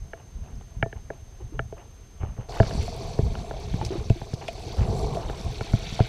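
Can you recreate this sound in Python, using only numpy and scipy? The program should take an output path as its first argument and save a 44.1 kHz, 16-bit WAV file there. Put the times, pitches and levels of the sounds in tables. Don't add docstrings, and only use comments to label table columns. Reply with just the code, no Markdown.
import sys
import numpy as np
from scipy import signal
from scipy.fft import rfft, irfft, next_fast_len
from scipy.io import wavfile

SR = 44100
rng = np.random.default_rng(int(sys.argv[2]) if len(sys.argv) > 2 else 0)


def put_to_file(sound):
    columns = np.atleast_2d(sound).T
    safe = np.clip(columns, -1, 1)
    whole_steps = np.round(safe * 32767)
    wavfile.write(sys.argv[1], SR, whole_steps.astype(np.int16))


N = 268128
TIME = np.arange(N) / SR
SCENE_CUT_S = 2.487
CUTOFF_HZ = 15600

# (time [s], level [dB], pitch [Hz], length [s])
SWELLS = [(0.0, -22.5, 39.8, 0.093), (0.352, -20.5, 45, 0.32), (0.526, -21, 36, 0.096),
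          (0.767, -18.5, 88, 0.083), (0.956, -21.5, 75.6, 0.046), (1.216, -23.5, 54, 0.02),
          (1.422, -20.5, 71, 0.12), (1.537, -19, 38, 0.22), (2.203, -15.5, 60.3, 0.19),
          (2.75, -15, 193, 0.041), (2.775, -8, 110, 0.093), (3.226, -6, 70, 0.085),
          (3.258, -12.5, 55.4, 0.17), (3.676, -15.5, 80, 0.4), (3.978, -17, 139, 0.068),
          (4.784, -5.5, 71.6, 0.11), (4.886, -9.5, 102.2, 0.28), (5.447, -13, 64.4, .08)]
# (peak time [s], spray level [dB], large drops re spray [dB],
# fizz re spray [dB], build-up [s], fall [s], pitch of the commonest drops [Hz])
SPLASHES = [(2.82, -47, -2.5, -10.5, 0.54, 0.32, 4540), (3.89, -52, 3, -14.5, 0.38, 0.22, 3930),
            (4.74, -51.5, -0.5, -11.5, 0.41, 0.18, 4700), (5.02, -49, -4.5, -7.5, 0.19, 0.2, 4100),
            (5.4, -51.5, -0.5, -8, 0.048, 0.14, 5150), (5.94, -47.5, 6, -13, 0.41, 0.28, 3850)]


def hull_wash():
    # (time [s], level [dB])
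    flow = [(2.5, -44), (2.71, -38.5), (2.79, -39.5), (3.54, -42), (3.84, -41), (4.18, -47), (4.49, -47),
            (4.71, -40), (4.95, -34), (5.18, -36), (5.37, -41), (5.63, -43), (6.08, -43.5)]
    # (frequency [Hz], level [dB])
    heave_colour = [(12, -34), (20, 2.5), (43, 1.5), (130, -4.5), (170, -34), (290, -120)]
    boom_colour = [(71, -29.5), (120, -3.5), (158, -8), (253, -15), (290, -40.5), (380, -46), (640, -120)]
    gurgle_colour = [(160, -36.5), (280, -5), (371, -1.5), (420, 3), (605, -9.5), (659, 2), (680, 1),
                     (886, -9), (1160, -13), (1260, -24), (1800, -47), (2340, -46), (3960, -120)]
    drifting_db, cruising_db = -59, -42
    flow_db = np.interp(TIME, *np.transpose(flow))
    pace_db = np.where(TIME < SCENE_CUT_S, drifting_db, flow_db) - cruising_db
    swell = surges([(s, level_db, length_s) for s, level_db, _, length_s in SWELLS])
    heaves = bubble_cloud(per_s=290, low_hz=25.1, high_hz=131.5, cycles=3.3, spread_db=1.5, clump_db=1)
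    booms = bubble_cloud(per_s=280, low_hz=108.3, high_hz=308, cycles=5.2, spread_db=4.5, clump_db=0.5)
    gurgles = bubble_cloud(per_s=900, low_hz=280.8, high_hz=1924, cycles=27.4, spread_db=2, clump_db=2.5)
    heave_gain = np.hypot(from_db(-37.5 + 0.45 * pace_db), from_db(-14.5) * swell)
    boom_gain = np.hypot(from_db(-43 + 0.97 * pace_db), from_db(-26.5) * swell)
    gurgle_gain = from_db(-42.5 + 1.087 * pace_db)
    return (heave_gain * coloured(heaves, heave_colour) + boom_gain * coloured(booms, boom_colour)
            + gurgle_gain * coloured(gurgles, gurgle_colour))


def hull_knocks(travel_s, contact_s, scatter_db):
    # (time [s], panel knock [dB], brightness [dB/octave], whole-shell thump [dB])
    blows = [(0.133, -36.5, 5, -59), (0.826, -24, 8, -28.5), (0.859, -35, -16, -35.5), (0.927, -38, 0, -49),
             (1.102, -25.5, -8, -41), (1.592, -27, 4.5, -42), (1.724, -32.5, -13.5, -60),
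             (2.231, -32.5, -6, -34), (2.383, -49, -4, -30), (2.6, -9.5, -10.5, -10.5),
             (2.629, -30.5, 2.5, -37), (2.662, -51.5, 10, -34.5), (2.709, -36, -1, -54.5),
             (3.188, -21.5, -15.5, -21), (3.341, -41, -3, -55), (3.352, -33, -1.5, -49),
             (3.385, -52, 6, -29), (3.509, -25.5, -9.5, -41), (3.738, -41.5, 1.5, -21.5),
             (4.099, -23, -12.5, -16.5), (4.215, -33.5, -10, -39), (4.332, -37, -2.5, -31),
             (5.296, -31.5, -2, -60), (5.608, -32.5, 2.5, -28.5), (5.734, -25, -9, -17),
             (5.921, -49, -11, -29.5), (6.001, -20, -7.5, -21)]
    # (frequency [Hz], level [dB], t60 [s])
    modes = [(54, -7, 0.12), (115.5, 2, 0.086), (138, 7, 0.049), (188.6, -3.5, 0.074), (307, -4.5, 0.0063),
             (425, 0.5, 0.041), (613.5, -3, 0.021), (668.2, -4, 0.08), (770, 7, 0.015), (772, -32, 0.17),
             (1374, 1, 0.016), (1686, 3.5, 0.012), (1780, -35, 0.2), (1940, -33, 0.094),
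             (2257, -3.5, 0.024), (2920, 6.5, 0.007), (4800, -25, 0.005)]
    shell_hz, panel_hz = 170, 380
    pivot_hz, contact_hz = 594, 1670
    out, t = np.zeros(N), np.arange(SR // 3) / SR
    hz, mode_db, t60 = np.transpose(modes)[:, :, None]
    delay_s = travel_s * (np.sqrt(hz[1] / hz) - np.sqrt(hz[1] / hz[-1]))
    age = np.maximum(t - delay_s, 0)
    side = np.where(hz < panel_hz, -1, 1)
    rings = side * np.sin(2 * np.pi * hz * age) * from_db(mode_db - 60 * age / t60)
    attack = 1 - np.exp(-age / contact_s)
    panel_share = np.interp(np.log(hz), np.log([shell_hz, panel_hz]), [0, 1])
    octaves = np.log2(np.clip(hz, pivot_hz, contact_hz) / pivot_hz)
    contact_db = -15 * np.maximum(np.log2(hz / contact_hz), 0)
    for s, knock_db, brightness_db, thump_db in blows:
        panel_db = knock_db + brightness_db * octaves + contact_db
        blow_db = panel_share * panel_db + (1 - panel_share) * thump_db
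        blow_db += scatter_db * rng.standard_normal(hz.shape)
        add(out, s, np.sum(rings * attack * from_db(blow_db), axis=0))
    return out


def swell_shoves():
    return pings([row[:3] for row in SWELLS], cycles=3.8, attack_cycles=0.5, rise=0.083)


def plops():
    # (time [s], level [dB], pitch [Hz])
    pockets = [(1.408, -41, 360), (1.523, -38.5, 308), (1.548, -40.5, 420), (2.495, -32, 683),
               (2.88, -26.5, 686), (3.54, -32, 613), (3.814, -22.5, 847), (3.826, -29.5, 345),
               (3.906, -23.5, 354), (3.922, -25, 380), (3.955, -26, 338), (4.008, -33, 430),
               (4.16, -32.5, 338), (4.486, -22.5, 659), (5.045, -32, 425), (5.153, -25, 430),
               (5.083, -29, 745), (5.171, -21, 643), (5.993, -18.5, 710)]
    return pings(pockets, cycles=34, attack_cycles=0.068, rise=0.11)


def paddle_spray():
    # (frequency [Hz], level [dB])
    splash_colour = [(760, -31), (1300, -4), (1590, -5), (1940, -6.5), (2270, 1.5), (2660, -1.5),
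                     (2900, -4.5), (3600, 0.5), (4680, 6), (7920, -120)]
    patter_colour = [(2060, -59), (3500, -7), (4450, 5.5), (4820, -3), (5390, -1), (5760, 2), (6530, -6),
                     (6620, -9), (7000, -6), (9100, -35), (15400, -120)]
    fizz_colour = [(4120, -20), (7000, -3.5), (7470, -1.5), (9010, -11.5), (10900, -10), (12500, -22.5),
                   (14700, -22), (15300, -21), (15800, -39)]
    splash_gain, patter_gain, fizz_gain = white_water()
    after_cut = np.clip((TIME - SCENE_CUT_S) / 0.0026, 0, 1)
    large = bubble_cloud(per_s=2500, low_hz=1240, high_hz=3730, cycles=43, spread_db=2.5, clump_db=3.5)
    small = bubble_cloud(per_s=3500, low_hz=3115, high_hz=7200, cycles=20.5, spread_db=4, clump_db=3.5)
    foam = bubble_cloud(per_s=3400, low_hz=7170, high_hz=CUTOFF_HZ, cycles=110, spread_db=2, clump_db=3.5)
    plinks = bubble_cloud(per_s=60, low_hz=2000, high_hz=5600, cycles=110, spread_db=2, clump_db=2)
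    ticks = bubble_cloud(per_s=25, low_hz=5000, high_hz=13000, cycles=7, spread_db=2.5, clump_db=2)
    splash = from_db(-0.43) * splash_gain * (coloured(large, splash_colour) + from_db(-10) * plinks)
    patter = patter_gain * coloured(small, patter_colour) + commonest_drops(q=9.1, gain_db=-4)
    fizz = fizz_gain * (coloured(foam, fizz_colour) + from_db(-8.5) * ticks)
    return after_cut * (splash + patter + fizz)


def white_water(wake_db=-59.5, wake_large_db=1.5, wake_fizz_db=-6.5):
    power = from_db(wake_db + np.array([[wake_large_db], [0], [wake_fizz_db]])) ** 2
    for s, spray_db, large_db, fizz_db, build_s, fall_s, _ in SPLASHES:
        peaks = from_db(spray_db + np.array([[large_db], [0], [fizz_db]]))
        power = power + (peaks * splash_envelope(s, build_s, fall_s)) ** 2
    return np.sqrt(power)


def commonest_drops(q, gain_db):
    drops = bubble_cloud(per_s=3000, low_hz=3000, high_hz=6000, cycles=30, spread_db=3, clump_db=2.5)
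    out = np.zeros(N)
    for s, spray_db, _, _, build_s, fall_s, hz in SPLASHES:
        ringing = unit_rms(resonate(drops, hz, q))
        out += from_db(spray_db + gain_db) * splash_envelope(s, build_s, fall_s) * ringing
    return out


def lapping():
    # (time [s], level [dB], length [s])
    wavelets = [(0.169, -48.5, 0.064), (0.42, -53, 0.14), (0.608, -47, 0.019), (0.951, -49.5, 0.05),
                (1.118, -53, 0.064), (1.394, -54.5, 0.059), (1.52, -58, 0.08), (1.76, -47.5, 0.11),
                (2.195, -43.5, 0.14), (2.36, -46, 0.11), (2.5, -37, 0.29), (3.812, -43, 0.042),
                (3.905, -40.5, 0.11), (4.408, -37, 0.053), (4.76, -38, 0.18), (5.17, -40.5, 0.26)]
    # (frequency [Hz], level [dB])
    lap_colour = [(180, -50), (300, 4), (854, 6), (1110, -2.5), (2510, -12.5), (2980, -8.5), (3400, -23),
                  (4420, -57), (7480, -120)]
    slop = bubble_cloud(per_s=970, low_hz=280, high_hz=3500, cycles=15, spread_db=1, clump_db=2)
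    return surges(wavelets) * coloured(slop, lap_colour)


def drops_on_case(t60, q, dull_hz):
    # (time [s], level [dB], pitch [Hz])
    hits = [(0.5557, -51, 5550), (0.6205, -57, 6290), (2.6714, -38.5, 4530), (3.8494, -28, 5340),
            (3.862, -35, 5700), (4.098, -34.5, 2610), (4.338, -35, 4760), (4.4808, -29, 2460),
            (5.1484, -36, 2880), (5.645, -49, 7840), (5.945, -38, 3930)]
    out, t = np.zeros(N), np.arange(SR // 10) / SR
    for s, level_db, hz in hits:
        burst = rng.standard_normal(len(t)) * from_db(-60 * t / t60)
        crackle = resonate(burst, hz, q)
        add(out, s, from_db(level_db) * crackle / np.abs(crackle).max())
    return signal.sosfilt(signal.butter(2, dull_hz, fs=SR, output="sos"), out + 1e-18)


def camera_noise(whine_hz, frame_hz):
    # (frequency [Hz], level [dB])
    hiss_colour = [(120, -36), (200, 2), (817, -13), (1120, -11.5), (5370, -18), (6450, -17), (7070, -22.5),
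                   (11800, -28.5), (12900, -25), (15800, -56)]
    hiss = from_db(-59) * coloured(rng.standard_normal(N), hiss_colour)
    phase = 2 * np.pi * whine_hz * (TIME % (1 / frame_hz))
    whine = from_db(-59.5) * resonate(np.sin(phase), whine_hz, q=22)
    octave = from_db(-82) * np.sin(2 * phase)
    gate = np.maximum(np.sin(2 * np.pi * frame_hz * TIME), 0) ** 2
    pips = from_db(-66.5) * gate * np.sin(2 * np.pi * 8570 * TIME + 1.3 * wander(40))
    return hiss + whine + octave + pips


def bubble_cloud(per_s, low_hz, high_hz, cycles, spread_db, clump_db):
    pitches = np.geomspace(low_hz, high_hz, 24)
    born = rng.random(N) < per_s * from_db(clump_db * wander(14)) / SR
    strength = from_db(spread_db * np.minimum(rng.exponential(1, N), 4))
    kicks = born * strength * rng.choice([-1, 1], N)
    pitch_index = rng.integers(0, len(pitches), N)
    out = np.zeros(N)
    for k, hz in enumerate(pitches):
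        decay = from_db(-60 * hz / (cycles * SR))
        turn = decay * np.cos(2 * np.pi * hz / SR)
        out += hz * signal.lfilter([1, -turn], [1, -2 * turn, decay ** 2], kicks * (pitch_index == k) + 1e-18)
    return unit_rms(out)


def pings(rows, cycles, attack_cycles, rise):
    out = np.zeros(N)
    for s, level_db, hz in rows:
        life_s = cycles / hz
        t = np.arange(int(life_s * SR) + 2) / SR
        envelope = (1 - np.exp(-t * hz / attack_cycles)) * from_db(-60 * t / life_s)
        ring = envelope * np.sin(2 * np.pi * hz * t * (1 + rise * t / life_s / 2))
        add(out, s, from_db(level_db) * ring / np.abs(ring).max())
    return out


def surges(rows):
    gain = np.zeros(N)
    for s, level_db, length_s in rows:
        age = np.maximum(TIME - s, 0) / (length_s / 4)
        gain += from_db(level_db) * age * np.exp(1 - age)
    return gain


def splash_envelope(s, build_s, fall_s):
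    return np.exp(-np.abs(TIME - s) / np.where(TIME < s, build_s, fall_s))


def coloured(x, colour):
    size = next_fast_len(N + SR // 2)
    octave = np.log2(np.maximum(np.arange(size // 2 + 1) * SR / size, 1))
    hz, db = np.transpose(colour)
    outside = np.maximum(np.log2(hz[0]) - octave, 0) + np.maximum(octave - np.log2(hz[-1]), 0)
    shape_db = np.maximum(np.interp(octave, np.log2(hz), db) - 30 * outside, -100)
    cepstrum = irfft(np.log(from_db(shape_db)), size)
    response = np.exp(2 * rfft(cepstrum[:size // 2], size))
    return unit_rms(irfft(rfft(x, size) * response, size)[:N])


def wander(rate_hz):
    hop, settle = 40, 2000
    pole = np.exp(-2 * np.pi * rate_hz * hop / SR)
    noise = rng.standard_normal(N // hop + settle + 2)
    slow = signal.lfilter([1], [1, -2 * pole, pole ** 2], noise)[settle:]
    return np.interp(np.arange(N) / hop, np.arange(len(slow)), unit_rms(slow))


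def resonate(x, hz, q):
    return signal.lfilter(*signal.iirpeak(hz, q, fs=SR), x)


def from_db(db):
    return 10 ** (np.asarray(db) / 20)


def unit_rms(x):
    return x / np.sqrt(np.mean(x ** 2) + 1e-20)


def add(out, s, sound):
    start = int(np.clip(s * SR, 0, N - 1))
    out[start:start + len(sound)] += sound[:N - start]


def scene():
    knocks = from_db(3.5) * hull_knocks(travel_s=0.006, contact_s=0.00061, scatter_db=4)
    drops = from_db(4.5) * drops_on_case(t60=0.037, q=3.125, dull_hz=8450)
    laps = from_db(-0.5) * lapping()
    sea = hull_wash() + from_db(-9) * swell_shoves() + from_db(1.5) * plops() + paddle_spray()
    return (sea + knocks + laps + drops + camera_noise(whine_hz=6308.4, frame_hz=29.97))[None]


def record(dry):
    sound = signal.sosfilt(signal.butter(1, 15, "high", fs=SR, output="sos"), dry)
    return signal.sosfilt(signal.ellip(10, .1, 80, CUTOFF_HZ, fs=SR, output="sos"), sound)


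dry = scene()
out = record(dry)
put_to_file(out)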